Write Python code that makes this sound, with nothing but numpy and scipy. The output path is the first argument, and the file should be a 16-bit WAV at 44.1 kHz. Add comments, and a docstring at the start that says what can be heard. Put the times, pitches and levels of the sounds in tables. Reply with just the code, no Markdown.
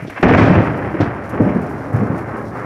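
"""Close thunder in light rain

Heard from under the eaves in a suburban street. Shock waves (N-waves) from the lightning channel arrive
as a dense volley, then as later claps over a rolling, tearing rumble. House fronts scatter them, the
porch reflects them, a few drops splash nearby, and a limiter holds down the loudest peaks."""
import sys
import numpy as np
from scipy import signal
from scipy.io import wavfile
from scipy.ndimage import uniform_filter1d, minimum_filter1d

SR = 44100
rng = np.random.default_rng(int(sys.argv[2]) if len(sys.argv) > 2 else 0)


def unload_wav(signal):
    """Save mono or channel-first audio to the path in sys.argv[1] as 16-bit WAV at rate SR, clipped to [-1, 1]."""
    wavfile.write(
        sys.argv[1],
        SR,
        np.round(np.clip(np.atleast_2d(signal).T, -1, 1) * 32767).astype(np.int16),
    )


N = 116865


def amp(db):
    """Amplitude ratio of a level in decibels."""
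    return 10 ** (np.asarray(db) / 20)


def unit(x):
    """Normalisation to unit rms."""
    return x / np.sqrt(np.mean(x ** 2) + 1e-20)


def envelope(points):
    """Amplitude envelope through (t/s, level/dB) points."""
    return amp(np.interp(np.arange(N) / SR, *np.transpose(points)))


def at_frequency(points, hz):
    """Interpolation of (f/Hz, value) points on a logarithmic frequency axis."""
    f, value = np.transpose(points)
    return np.interp(np.log(hz + 1), np.log(f + 1), value)


def add(mix, start, sound):
    """Superposition of a sound on the mix, from a start time in seconds."""
    part = mix[max(round(start * SR), 0):][:len(sound)]
    part += sound[:len(part)]


def colour(x, spectrum, size=8192):
    """Minimum-phase filtering: a causal response with the given spectrum."""
    log_gain = np.log(amp(at_frequency(spectrum, abs(np.fft.fftfreq(size, 1 / SR)))))
    response = np.fft.ifft(np.exp(np.conj(signal.hilbert(log_gain)))).real
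    return signal.fftconvolve(x, response[:size // 2])[:len(x)]


def arrivals(per_s, spread_db):
    """Poisson process: independent impulses of uneven size and random sign."""
    chance, size, sign = rng.random(N), rng.standard_normal(N), rng.choice([-1, 1], N)
    return (chance < per_s / SR) * sign * amp(spread_db * np.clip(size, -2, 2))


def steady(x, span_s):
    """Division by the running rms evens out slow swells and keeps the fast grain."""
    power = abs(uniform_filter1d(x ** 2, max(int(span_s * SR), 2)))
    return x / np.sqrt(power + 1e-12)


# Wash of distant drops: t/s, level/dB
RAIN_LEVEL = [(0, -52), (.8, -56), (2.65, -52.5)]
# Near drops: t/s, level/dB, decay time/s
NEAR_DROPS = [(0.021, -52, 0.019), (0.1, -44, 0.01), (.211, -47, .01), (.775, -50, 0.01),
              (1.021, -55, 0.0043), (1.2947, -40.5, 0.012), (1.617, -50, .025), (1.694, -52.5, 0.049),
              (1.929, -50, 0.027), (1.964, -45, 0.0032), (2.178, -47, .024), (2.368, -53, 0.053)]
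# Spectra of the wash and of the spray: f/Hz, level/dB
RAIN_SPECTRUM = [(500, 11), (3500, 1.5), (5700, 4.5), (6400, -1), (7200, -0.5), (8000, -5.5), (9800, 0),
                 (11500, -8.5), (14200, -6), (16000, -26)]
SPRAY_SPECTRUM = [(1500, 8), (4000, -6), (5500, 3.5), (7800, -1), (9500, 3), (12500, -1.5), (14500, -5),
                  (16000, -9.5)]

def rain():
    """Impact noise: far drops sum to a ticking wash that comes in flurries; near ones burst into spray."""
    t, spray = np.arange(N) / SR, np.zeros(N)
    for start, db, decay in NEAR_DROPS:
        add(spray, start, amp(db) * np.exp(-t / decay))
    splash = rng.standard_normal(SR // 8) * np.exp(-t[:SR // 8] / 0.0035)
    ticks = unit(signal.fftconvolve(arrivals(per_s=93, spread_db=3), splash)[:N])
    flurry_db = 2 * np.interp(t / 0.025, np.arange(200), rng.standard_normal(200))  # new value every 25 ms
    patter = amp(flurry_db) * (rng.standard_normal(N) + amp(-7) * ticks)
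    wash = envelope(RAIN_LEVEL) * unit(colour(patter, RAIN_SPECTRUM))
    return wash + spray * unit(colour(rng.standard_normal(N), SPRAY_SPECTRUM))


# Reverberation of the street: f/Hz, T60/s
STREET_T60 = [(80, 0.18), (300, 0.16), (2000, 0.94), (8000, 0.035)]

def street(x, directions=4, turn_s=0.03, delay_s=0.03):
    """Scattering: house fronts return different echoes for each direction; the treble dies first."""
    out, t = np.zeros(N), np.arange(N) / SR
    for k in range(directions):
        echoes = rng.standard_normal(SR) * (rng.random(SR) < 1200 / SR)
        hz, age, spectra = signal.stft(echoes, SR, nperseg=256)
        damping = amp(-60 * age / at_frequency(STREET_T60, hz)[:, None])
        tail = signal.istft(spectra * damping, SR, nperseg=256)[1]
        share = np.sin(np.pi / 2 * np.minimum((t / turn_s + k) % directions, 2))  # directions take turns
        add(out, delay_s, signal.fftconvolve(x * share, tail / np.linalg.norm(tail)))
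    return amp(-11) * out


# Early reflections: delay/s, level/dB
PORCH_REFLECTIONS = [(.0038, -25), (0.0099, -18), (.027, -11)]

def porch(x):
    """Comb filtering: reflections from floor, wall and eaves interfere to give a hollow colour."""
    out = x.copy()
    for delay, db in PORCH_REFLECTIONS:
        add(out, delay, amp(db) * x)
    return out / np.sqrt(1 + sum(amp(db) ** 2 for _, db in PORCH_REFLECTIONS))


# Envelope of the roll: t/s, level/dB
ROLL_LEVEL = [(0, -34.5), (.215, -42.5), (.24, -12), (.59, -18.5), (.65, -20), (.98, -24), (1.08, -24),
              (1.29, -29.5), (1.44, -17.5), (1.56, -27), (1.64, -24), (1.9, -26.5), (2.0, -20), (2.17, -25),
              (2.45, -27), (2.65, -29)]
# Spectrum of the roll: f/Hz, level/dB
ROLL_SPECTRUM = [(25, -36), (50, -10), (75, 0.5), (115, 7.5), (190, 2), (320, 3), (500, -3), (750, -6),
                 (1200, -25.5), (5000, -89)]

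def roll():
    """Incoherent summation: blunt shocks from far parts of the channel merge into a low roll."""
    shocks = colour(arrivals(per_s=900, spread_db=0), ROLL_SPECTRUM)
    return envelope(ROLL_LEVEL) * steady(shocks, span_s=0.057)


# Envelope of the tearing crackle: t/s, level/dB
TEAR_LEVEL = [(0, -33), (.092, -46.5), (.108, -34), (.15, -36.5), (.178, -23), (.195, -36.5), (.224, -33.5),
              (.232, -22.5), (.33, -19), (.362, -24), (.38, -19), (.6, -22), (.76, -28.5), (.99, -28.5),
              (1.02, -23), (1.13, -30), (1.29, -32.5), (1.34, -28), (1.5, -29), (1.9, -33), (1.95, -27.5),
              (2.25, -31.5), (2.37, -27), (2.5, -38.5), (2.56, -28)]
# Spectra of near and far shocks: f/Hz, level/dB
NEAR_SPECTRUM = [(100, -26), (400, -1.5), (750, -3), (1100, -5), (1900, -1), (2500, -8), (3100, -17),
                 (3800, -32), (5600, -33.5), (8000, -63), (16000, -110)]
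FAR_SPECTRUM = [(100, -53.5), (400, 16), (750, 14), (1150, 15), (1700, 10), (2200, 2), (2800, -12),
                (3500, -26.5), (5600, -42), (16000, -65.5)]

def tear(near_until_s=0.14, far_from_s=2.8):
    """Attenuation with distance: small sharp shocks crackle, losing treble as their paths lengthen."""
    shocks = arrivals(per_s=2000, spread_db=4)
    far = np.clip((np.arange(N) / SR - near_until_s) / (far_from_s - near_until_s), 0, 1)
    crackle = (1 - far) * colour(shocks, NEAR_SPECTRUM) + far * colour(shocks, FAR_SPECTRUM)
    return envelope(TEAR_LEVEL) * steady(crackle, span_s=0.19)


# Hiss behind the sharpest cracks: t/s, level/dB, rise time/s, decay time/s
SIZZLE_BURSTS = [(.065, -45.5, 0.0094, 0.044), (0.227, -34, 0.00074, 0.018), (0.279, -39, 0.0044, 0.079),
                 (.368, -34.5, .01, .12), (1.003, -36, 0.0048, 0.028)]
# Spectrum of the hiss: f/Hz, level/dB
SIZZLE_SPECTRUM = [(1500, -10.5), (3000, 11.5), (4500, 4), (5900, 1), (6500, -7), (9500, -15.5),
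                   (12000, -35), (16000, -46)]

def sizzle():
    """Temporal spreading: the treble of the sharpest cracks smears into a short hiss."""
    bursts, t = np.zeros(N), np.arange(N) / SR
    for start, db, rise, decay in SIZZLE_BURSTS:
        shape = np.minimum(t / rise, 1) * np.exp(-np.maximum(t - rise, 0) / decay)
        add(bursts, start, amp(db) * shape)
    return bursts * unit(colour(arrivals(per_s=3500, spread_db=2), SIZZLE_SPECTRUM))


# Dry cracks: t/s, level/dB, decay time/s
CRACK_BURSTS = [(0.098, -23, 0.0053), (.228, -6, 0.015), (0.291, -13.5, 0.0069), (.336, -9, 0.0098),
                (.348, -2.5, 0.0031), (0.382, -10, .005), (.411, -8, 0.013), (0.552, -19, 0.0086),
                (1.488, -24.5, 0.023), (2.188, -27, 0.0086)]
# Spectrum of the cracks: f/Hz, level/dB
CRACK_SPECTRUM = [(100, 0), (700, 10.5), (1200, 1), (2300, 2.5), (3100, -13.5), (3900, -31), (6000, -30),
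                  (8500, -46), (16000, -79)]

def cracks():
    """Shot noise: tight, exponentially decaying bunches of sharp shocks snap out of the roar."""
    bursts, t = np.zeros(N), np.arange(N) / SR
    for start, db, decay in CRACK_BURSTS:
        add(bursts, start, amp(db) * np.exp(-t / decay))
    shocks = arrivals(per_s=6500, spread_db=1.5)
    return colour(bursts * shocks, CRACK_SPECTRUM) / np.std(colour(shocks, CRACK_SPECTRUM))


# Low thuds: t/s, level/dB, f/Hz, duration/s
BOOM_PULSES = [(0.021, -19, 140, .021), (0.079, -19.5, 298, 0.0077), (0.195, -19.5, 255, 0.012),
               (0.241, -14, 65.3, 0.044), (0.336, -10.5, 82, 0.037), (0.546, -8.5, 109, 0.071),
               (1.002, -9, 125.2, 0.038), (1.401, -9, 111, 0.033), (1.465, -8.5, 189, 0.018),
               (1.499, -11, 216, 0.012), (1.557, -11, 224, 0.015), (1.934, -6.5, 123, 0.03),
               (2.011, -11.5, 217.3, 0.035), (2.092, -16, 135, 0.026)]

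def booms(jitter=0.12, second_harmonic=0.21, low_cut_hz=45):
    """Quasi-periodicity: a few blunt shocks in quick, uneven succession fuse into one pitched thud."""
    out = np.zeros(N)
    for start, db, hz, duration in BOOM_PULSES:
        t = np.arange(0, duration, 1 / SR)
        pace = np.exp(jitter * np.interp(t * hz, np.arange(20), rng.standard_normal(20)))
        phase = 2 * np.pi * np.cumsum(hz * pace) / SR
        wave = np.sin(phase) + second_harmonic * np.sin(2 * phase)
        add(out, start, amp(db) * np.sin(np.pi * t / duration) * wave)
    return signal.sosfilt(signal.butter(2, low_cut_hz, "highpass", fs=SR, output="sos"), out)


def n_wave(ms):
    """N-wave: pressure jumps up, falls linearly through zero and jumps back."""
    half = ms * SR / 2000
    n = np.arange(int(2 * half) + 2)
    return (1 - n / half) * np.clip(2 * half - n, 0, 1)


# Claps: t/s, relative level/dB, N-wave duration/ms, swarm decay time/s, corner f/Hz of the front
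CLAP_SHOCKS = [(0.047, -14, 2.13, 0.0028, 1500), (.229, 0.5, 2.6, 0.0086, 3950),
               (.252, -2, 2.5, 0.0068, 2030), (.292, -0.5, 3.1, 0.015, 2980),
               (0.31, 4.5, 2.1, 0.0077, 1400), (.383, 4.5, 3.6, 0.0099, 3030), (.411, 1.5, 4.5, 0.03, 2500),
               (0.474, 2, 5.2, 0.0067, 1510), (.496, 4, 5.23, 0.016, 1510), (0.556, 1.5, 4.7, 0.011, 1480),
               (.581, 0, 5.37, 0.022, 1490), (.655, -6.5, 12.3, 0.093, 500), (0.839, -8, 3.75, 0.011, 1200),
               (.940, -9, 3.8, 0.014, 890), (1.003, 5.5, 3.7, 0.0032, 1090),
               (1.014, -3, 2.34, 0.0063, 1310), (1.068, -16.5, 3.25, 0.011, 1200),
               (1.328, -14.5, 2.36, 0.068, 1220), (1.4, 5, 3.56, 0.011, 487),
               (1.461, -5.5, 3.15, 0.04, 810), (1.545, -8.5, 3.13, 0.052, 680),
               (2.000, -9.5, 3.4, 0.025, 493), (2.098, -7.5, 2.78, 0.024, 720)]
# Transmission through the air: f/Hz, level/dB
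AIR_RESPONSE = [(25, -39), (50, -30), (85, -3), (300, 4), (1000, 0.5), (2100, 2), (2800, -1), (3700, -7.5),
                (5800, -29), (7500, -53), (16000, -71)]

def claps(followers_per_s=1500, follower_db=4.5, duration_ratio=1.295):
    """Shock propagation: an N-wave leads a dying swarm of shorter and longer ones, dulled by the air."""
    out, t = np.zeros(N), np.arange(SR // 4) / SR
    for start, db, ms, decay, front_hz in CLAP_SHOCKS:
        lead, swarm = n_wave(ms), np.zeros(len(t))
        for stretch in duration_ratio ** np.linspace(-2, 1, 4):
            hits = rng.standard_normal(len(t)) * (rng.random(len(t)) < followers_per_s / SR)
            followers = signal.fftconvolve(hits * np.exp(-t / decay), n_wave(ms * stretch))
            add(swarm, len(lead) / SR / 2, followers)
        energy = np.sum(swarm ** 2) + 1e-12
        swarm *= amp(follower_db) * np.sqrt(decay * SR / 6 / energy)
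        add(swarm, 0, lead)
        pole = np.exp(-2 * np.pi * front_hz / SR)  # a two-pole low-pass rounds the fronts
        rounded = signal.lfilter([(1 - pole) ** 2], [1, -2 * pole, pole * pole], swarm)
        add(out, start, amp(db) * rounded)
    return colour(out, AIR_RESPONSE)


def scene():
    """Linear superposition of thunder, its echoes and the rain, in one channel."""
    shocks = amp(-6) * claps() + booms()
    thunder = porch(shocks + street(shocks) + roll() + tear())
    return (thunder + cracks() + sizzle() + rain())[None]


def record(dry):
    """Peak limiting, then band limiting: the gain dips around loud peaks and the top treble is cut."""
    ceiling, window, cutoff_hz = 0.93, 140, 15750
    needed_gain = minimum_filter1d(ceiling / np.maximum(abs(dry), ceiling), window)
    gain = uniform_filter1d(needed_gain, window // 2)
    limited = dry * uniform_filter1d(gain, window // 2)
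    low_pass = signal.firwin(511, cutoff_hz, window=("kaiser", 9), fs=SR)
    return signal.oaconvolve(limited, low_pass[None], "same")


dry = scene()
out = record(dry)
unload_wav(out)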